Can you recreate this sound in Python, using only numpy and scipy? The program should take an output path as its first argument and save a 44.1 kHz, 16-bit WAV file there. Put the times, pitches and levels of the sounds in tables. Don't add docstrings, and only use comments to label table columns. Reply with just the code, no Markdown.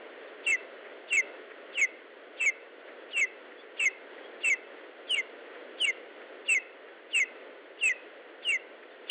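import sys
import numpy as np
from scipy import signal
from scipy.fft import rfft, irfft, next_fast_len
from scipy.io import wavfile
from scipy.ndimage import uniform_filter1d

SR = 44100
rng = np.random.default_rng(int(sys.argv[2]) if len(sys.argv) > 2 else 0)


def wrap_up_sound(samples):
    columns = np.atleast_2d(samples).T
    tamed = np.clip(columns, -1, 1)
    steps = np.round(tamed * 32767).astype(np.int16)
    wavfile.write(sys.argv[1], SR, steps)


N = 401310
TIME = np.arange(N) / SR

# start/s, upper note length/s, lower note length/s, first pitch/Hz,
# pitch at the break/Hz, last pitch/Hz, base level/dB, swell time/s, rasp (0-1), break width/s
CALLS = [(0.459, .058, 0.047, 2744, 2616, 1917, -25, 0.0091, 0.4, 0.0023),
         (1.102, 0.064, 0.05, 2810, 2582, 1964, -23.0, 0.025, 0.51, 0.0029),
         (1.749, 0.062, .050, 3004, 2476, 1959, -22.8, 0.031, 0.77, .002),
         (2.394, 0.064, 0.049, 2680, 2600, 2005, -23.5, 0.014, 0.67, 0.0012),
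         (3.129, 0.079, 0.049, 2872, 2587, 1945, -24.5, 0.04, 0.55, .002),
         (3.791, .062, 0.039, 2750, 2555, 1970, -23, .005, 0.64, 0.0019),
         (4.431, 0.066, 0.054, 2752, 2580, 1953, -24.5, 0.016, 0.42, 0.0025),
         (5.092, .059, .065, 3169, 2736, 1972, -27.5, 0.017, 0.15, 0.026),
         (5.798, 0.059, 0.059, 3187, 2690, 1975, -26, .018, 0.2, 0.018),
         (6.477, 0.067, .048, 2805, 2544, 1946, -25.5, 0.014, 0.25, 0.0026),
         (7.128, 0.068, .049, 2910, 2510, 1937, -25, 0.019, 0.3, 0.0029),
         (7.809, .083, 0.039, 2840, 2473, 1862, -26.5, 0.026, 0.2, 0.001),
         (8.446, 0.072, .057, 3026, 2642, 1941, -27.5, 0.03, .21, 0.0023),
         (9.094, 0.07, 0.065, 2800, 2505, 1950, -19, 0.007, 0.15, .002)]


def from_db(db):
    return 10 ** (np.asarray(db) / 20)


def unit_power(x):
    return x / np.sqrt(np.mean(np.abs(x) ** 2) + 1e-20)


def colour(x, spectrum):
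    hz, db = np.transpose(spectrum)
    size = next_fast_len(N + SR)
    bins_hz = np.maximum(np.fft.rfftfreq(size, 1 / SR), 1)
    gain = from_db(np.interp(np.log(bins_hz), np.log(hz), db))
    return irfft(rfft(x, size) * gain, size)[:N]


def noise(spectrum):
    return unit_power(colour(rng.standard_normal(N), spectrum))


def flutter(rate_hz):
    smoothing = signal.butter(2, rate_hz, fs=SR, output="sos")
    return unit_power(signal.sosfilt(smoothing, rng.standard_normal(N)))


def low_pass(x, edge_hz):
    return signal.sosfilt(signal.ellip(10, 0.1, 90, edge_hz, fs=SR, output="sos"), x)


def bump(centre_s, width_s):
    return np.exp(-np.minimum(((TIME - centre_s) / width_s) ** 2, 100))


def forest_rush(roar_db=-0.45, hiss_db=-3.0, wander_db=0.8, wander_hz=3):
    # t/s, level/dB
    breeze = [(0.0, -48), (1.71, -49), (1.84, -50.5), (2.72, -50.5), (3.02, -50), (6.35, -48.5),
              (6.63, -51.5), (9.05, -50.5)]
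    # f/Hz, relative level/dB
    roar = [(100, -68.5), (140, -43.5), (190, -28), (240, -13.5), (320, -4.5), (430, 1), (560, -0.5),
            (700, -6.5), (900, -22), (1400, -32), (2500, -66)]
    hiss = [(120, -66.5), (400, -37), (800, -3), (1250, -2), (1500, 2.5), (1650, -0.5), (1900, 2.5),
            (2400, -5.5), (2750, -5), (3400, -8.5), (3900, -21)]
    breeze_db = np.interp(TIME, *np.transpose(breeze)) + wander_db * flutter(wander_hz)
    return from_db(breeze_db) * (from_db(roar_db) * noise(roar) + from_db(hiss_db) * noise(hiss))


def far_birds(rise_hz_per_s=3340, waver_hz=35):
    # start/s, length/s, first pitch/Hz, level/dB
    chirps = [(0.273, 0.022, 3560, -61), (3.568, 0.063, 3330, -57.5), (4.225, 0.063, 3200, -57),
              (8.896, 0.044, 3480, -65)]
    birds = np.zeros(N)
    waver = waver_hz * flutter(80)
    for start, length, first_hz, db in chirps:
        span = (TIME >= start) & (TIME < start + length)
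        t = TIME[span] - start
        pitch = first_hz + rise_hz_per_s * t + waver[span]
        loudness = from_db(db) * np.sin(np.pi * t / length)
        birds[span] += np.sqrt(2) * loudness * np.sin(2 * np.pi * np.cumsum(pitch) / SR)
    return birds


def beak_air(lead_s=0.013, width_s=0.015, onset_db=-53, break_db=-37):
    # f/Hz, relative level/dB
    onset_hiss = [(1500, -22), (2200, 4.5), (2800, 10), (3400, -8), (4000, -29.5)]
    break_hiss = [(600, -30.5), (1200, -8.5), (2000, -14), (2400, 1.5), (2900, 6), (3500, -14),
                  (4000, -23.5)]
    before = sum(bump(start - lead_s, width_s) for start, *_ in CALLS)
    breaks = sum(bump(start + upper_s + gap_s / 2, gap_s) for start, upper_s, *_, gap_s in CALLS)
    return from_db(onset_db) * before * noise(onset_hiss) + from_db(break_db) * breaks * noise(break_hiss)


def opening_squeak(arrival_hz=3250, fall_hz_per_s=14000, waver_hz=170, db=-48, lead_s=0.026, fade_s=0.0042):
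    starts = np.array([start for start, *_ in CALLS])
    nearest_call = np.abs(TIME[:, None] - starts).argmin(axis=1)
    time_left = starts[nearest_call] - TIME
    pitch = arrival_hz + fall_hz_per_s * time_left + waver_hz * flutter(600)
    loudness = from_db(db) * np.interp(time_left, [-fade_s, 0, lead_s], [0, 1, 0])
    return np.sqrt(2) * loudness * np.sin(2 * np.pi * np.cumsum(pitch) / SR)


def voice_box():
    scoop_hz, scoop_s, fall_hz_per_s = 339, 0.0055, 6800
    attack_s, release_s, start_share = 0.0059, 0.014, 0.37
    rough_below_hz, roughen_s, late_rasp, break_rasp = 2816, 0.012, 0.075, 0.22
    upper_boost_db, rasp_loss_db, thin_loss_db = 5, 14.5, 2
    squeeze_s, break_depth = 0.002, 0.76
    shake_db, shake_hz = 1.5, 70
    pitch, loudness, rasp = np.zeros((3, N))
    for start, upper_s, lower_s, first_hz, break_hz, last_hz, db, swell_s, full_rasp, gap_s in CALLS:
        length = upper_s + lower_s
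        span = (TIME >= start) & (TIME < start + length)
        t = TIME[span] - start
        time_left = length - t
        upper = t < upper_s
        upper_pitch = first_hz + (break_hz - first_hz) * t / upper_s
        lower_pitch = last_hz + fall_hz_per_s * time_left
        scoop = scoop_hz * np.exp(-t / scoop_s)
        pitch[span] = np.where(upper, upper_pitch, lower_pitch) + scoop
        thin = 0.5 + 0.5 * np.tanh((pitch[span] - rough_below_hz) / 15)
        effort = np.minimum(t / swell_s, 1) ** 4.1
        fades = np.minimum(t / attack_s, 1) * np.minimum(time_left / release_s, 1)
        envelope = fades * (start_share + (1 - start_share) * effort)
        stall = np.exp(-((t - upper_s) / np.where(upper, squeeze_s, gap_s)) ** 4)
        note_db = db + upper * (upper_boost_db - rasp_loss_db * full_rasp) - thin_loss_db * thin
        loudness[span] = from_db(note_db) * envelope * (1 - break_depth * stall)
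        roughening = full_rasp * (1 - thin) * effort * np.minimum(t / roughen_s, 1)
        settling = late_rasp * time_left / lower_s + break_rasp * stall
        rasp[span] = np.where(upper, roughening, settling)
    shake = from_db(shake_db * rasp * flutter(shake_hz))
    return pitch, loudness * shake, rasp


def chick(voice_db=-0.02, jitter=0.0056, jitter_hz=400, beat_hz=400, beat_spread_hz=100,
          lower_share=0.6, rasp_db=-10.0, air_db=-31):
    # f/Hz, relative level/dB
    breath_colour = [(400, -35), (800, -25), (1100, -5), (1700, -3), (2300, 3), (2900, 5), (3600, -14.5),
                     (4000, -28)]
    pitch, loudness, rasp = uniform_filter1d(np.array(voice_box()), size=90, axis=1)
    phase = 2 * np.pi * np.cumsum(pitch * (1 + jitter * flutter(jitter_hz))) / SR
    beat_phase = 2 * np.pi * np.cumsum(beat_hz + beat_spread_hz * flutter(150)) / SR
    lower_gain = lower_share * rasp
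    tone = np.sqrt(2) * (np.sin(phase) + lower_gain * np.sin(phase - beat_phase))
    breath = (from_db(air_db) + from_db(rasp_db) * rasp) * noise(breath_colour)
    return from_db(voice_db) * loudness * (tone + breath) / np.sqrt(1 + lower_gain ** 2)


def forest_echo(calls, tail_db=-17, fade_s=0.48):
    # delay/s, gain/dB
    trunks = [(0.011, -23), (0.035, -31), (.092, -40.5)]
    # f/Hz, gain/dB
    echo_colour = [(1500, -10.5), (2100, -3), (2400, -4), (2700, 0.5), (3000, -6), (3600, 8)]
    tail = rng.standard_normal(SR) * from_db(-60 * TIME[:SR] / fade_s)
    response = from_db(tail_db) * unit_power(tail) / np.sqrt(SR)
    for delay_s, db in trunks:
        response[int(delay_s * SR)] += from_db(db)
    return colour(signal.fftconvolve(calls, response)[:N], echo_colour)


def nest_rustles(width_s=0.011, grain_db=3):
    # t/s, level/dB
    rustles = [(0.861, -45), (1.511, -46), (2.892, -48.5), (3.518, -54), (4.185, -50.5), (5.553, -49),
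               (6.219, -52), (6.885, -49), (8.834, -51.5)]
    loudness = sum(from_db(db) * bump(centre_s, width_s) for centre_s, db in rustles)
    scrape = noise([(600, -34), (1300, 12.5), (1900, 18), (2600, 6), (4500, -39)])
    return loudness * unit_power(scrape * from_db(grain_db * flutter(250)))


def scene():
    calls = chick() + opening_squeak() + beak_air()
    return (calls + forest_echo(calls) + nest_rustles() + far_birds() + forest_rush())[None]


def record(dry, converter_hz=8000, overload_level=0.15, overtone_db=18.0, cutoff_hz=12900):
    # f/Hz, gain/dB
    mirror_colour = [(3500, -44.5), (4000, -15), (4300, -6), (4600, -17.5), (4800, -32), (5000, -37),
                     (5400, -58.5), (7500, -79.5), (10000, -62.5), (11000, -59), (12000, -28.5)]
    # f/Hz, relative gain/dB
    overload_colour = [(1000, -43.5), (3500, -26), (4600, -14.5), (5400, -13.5), (5900, -8), (6500, -3),
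                       (7400, -0.5), (8000, 0), (8600, -3.5), (9200, -1), (9800, -18), (10500, -2.5),
                       (11700, -3), (12700, -0.5)]
    heard = low_pass(dry[0], converter_hz / 2)
    mirror = colour(2 * heard * np.cos(2 * np.pi * converter_hz * TIME), mirror_colour)
    squashed = overload_level * np.tanh(heard / overload_level)
    overtones = from_db(overtone_db) * colour(squashed - heard, overload_colour)
    return low_pass(heard + mirror + overtones, cutoff_hz)[None]


dry = scene()
out = record(dry)
wrap_up_sound(out)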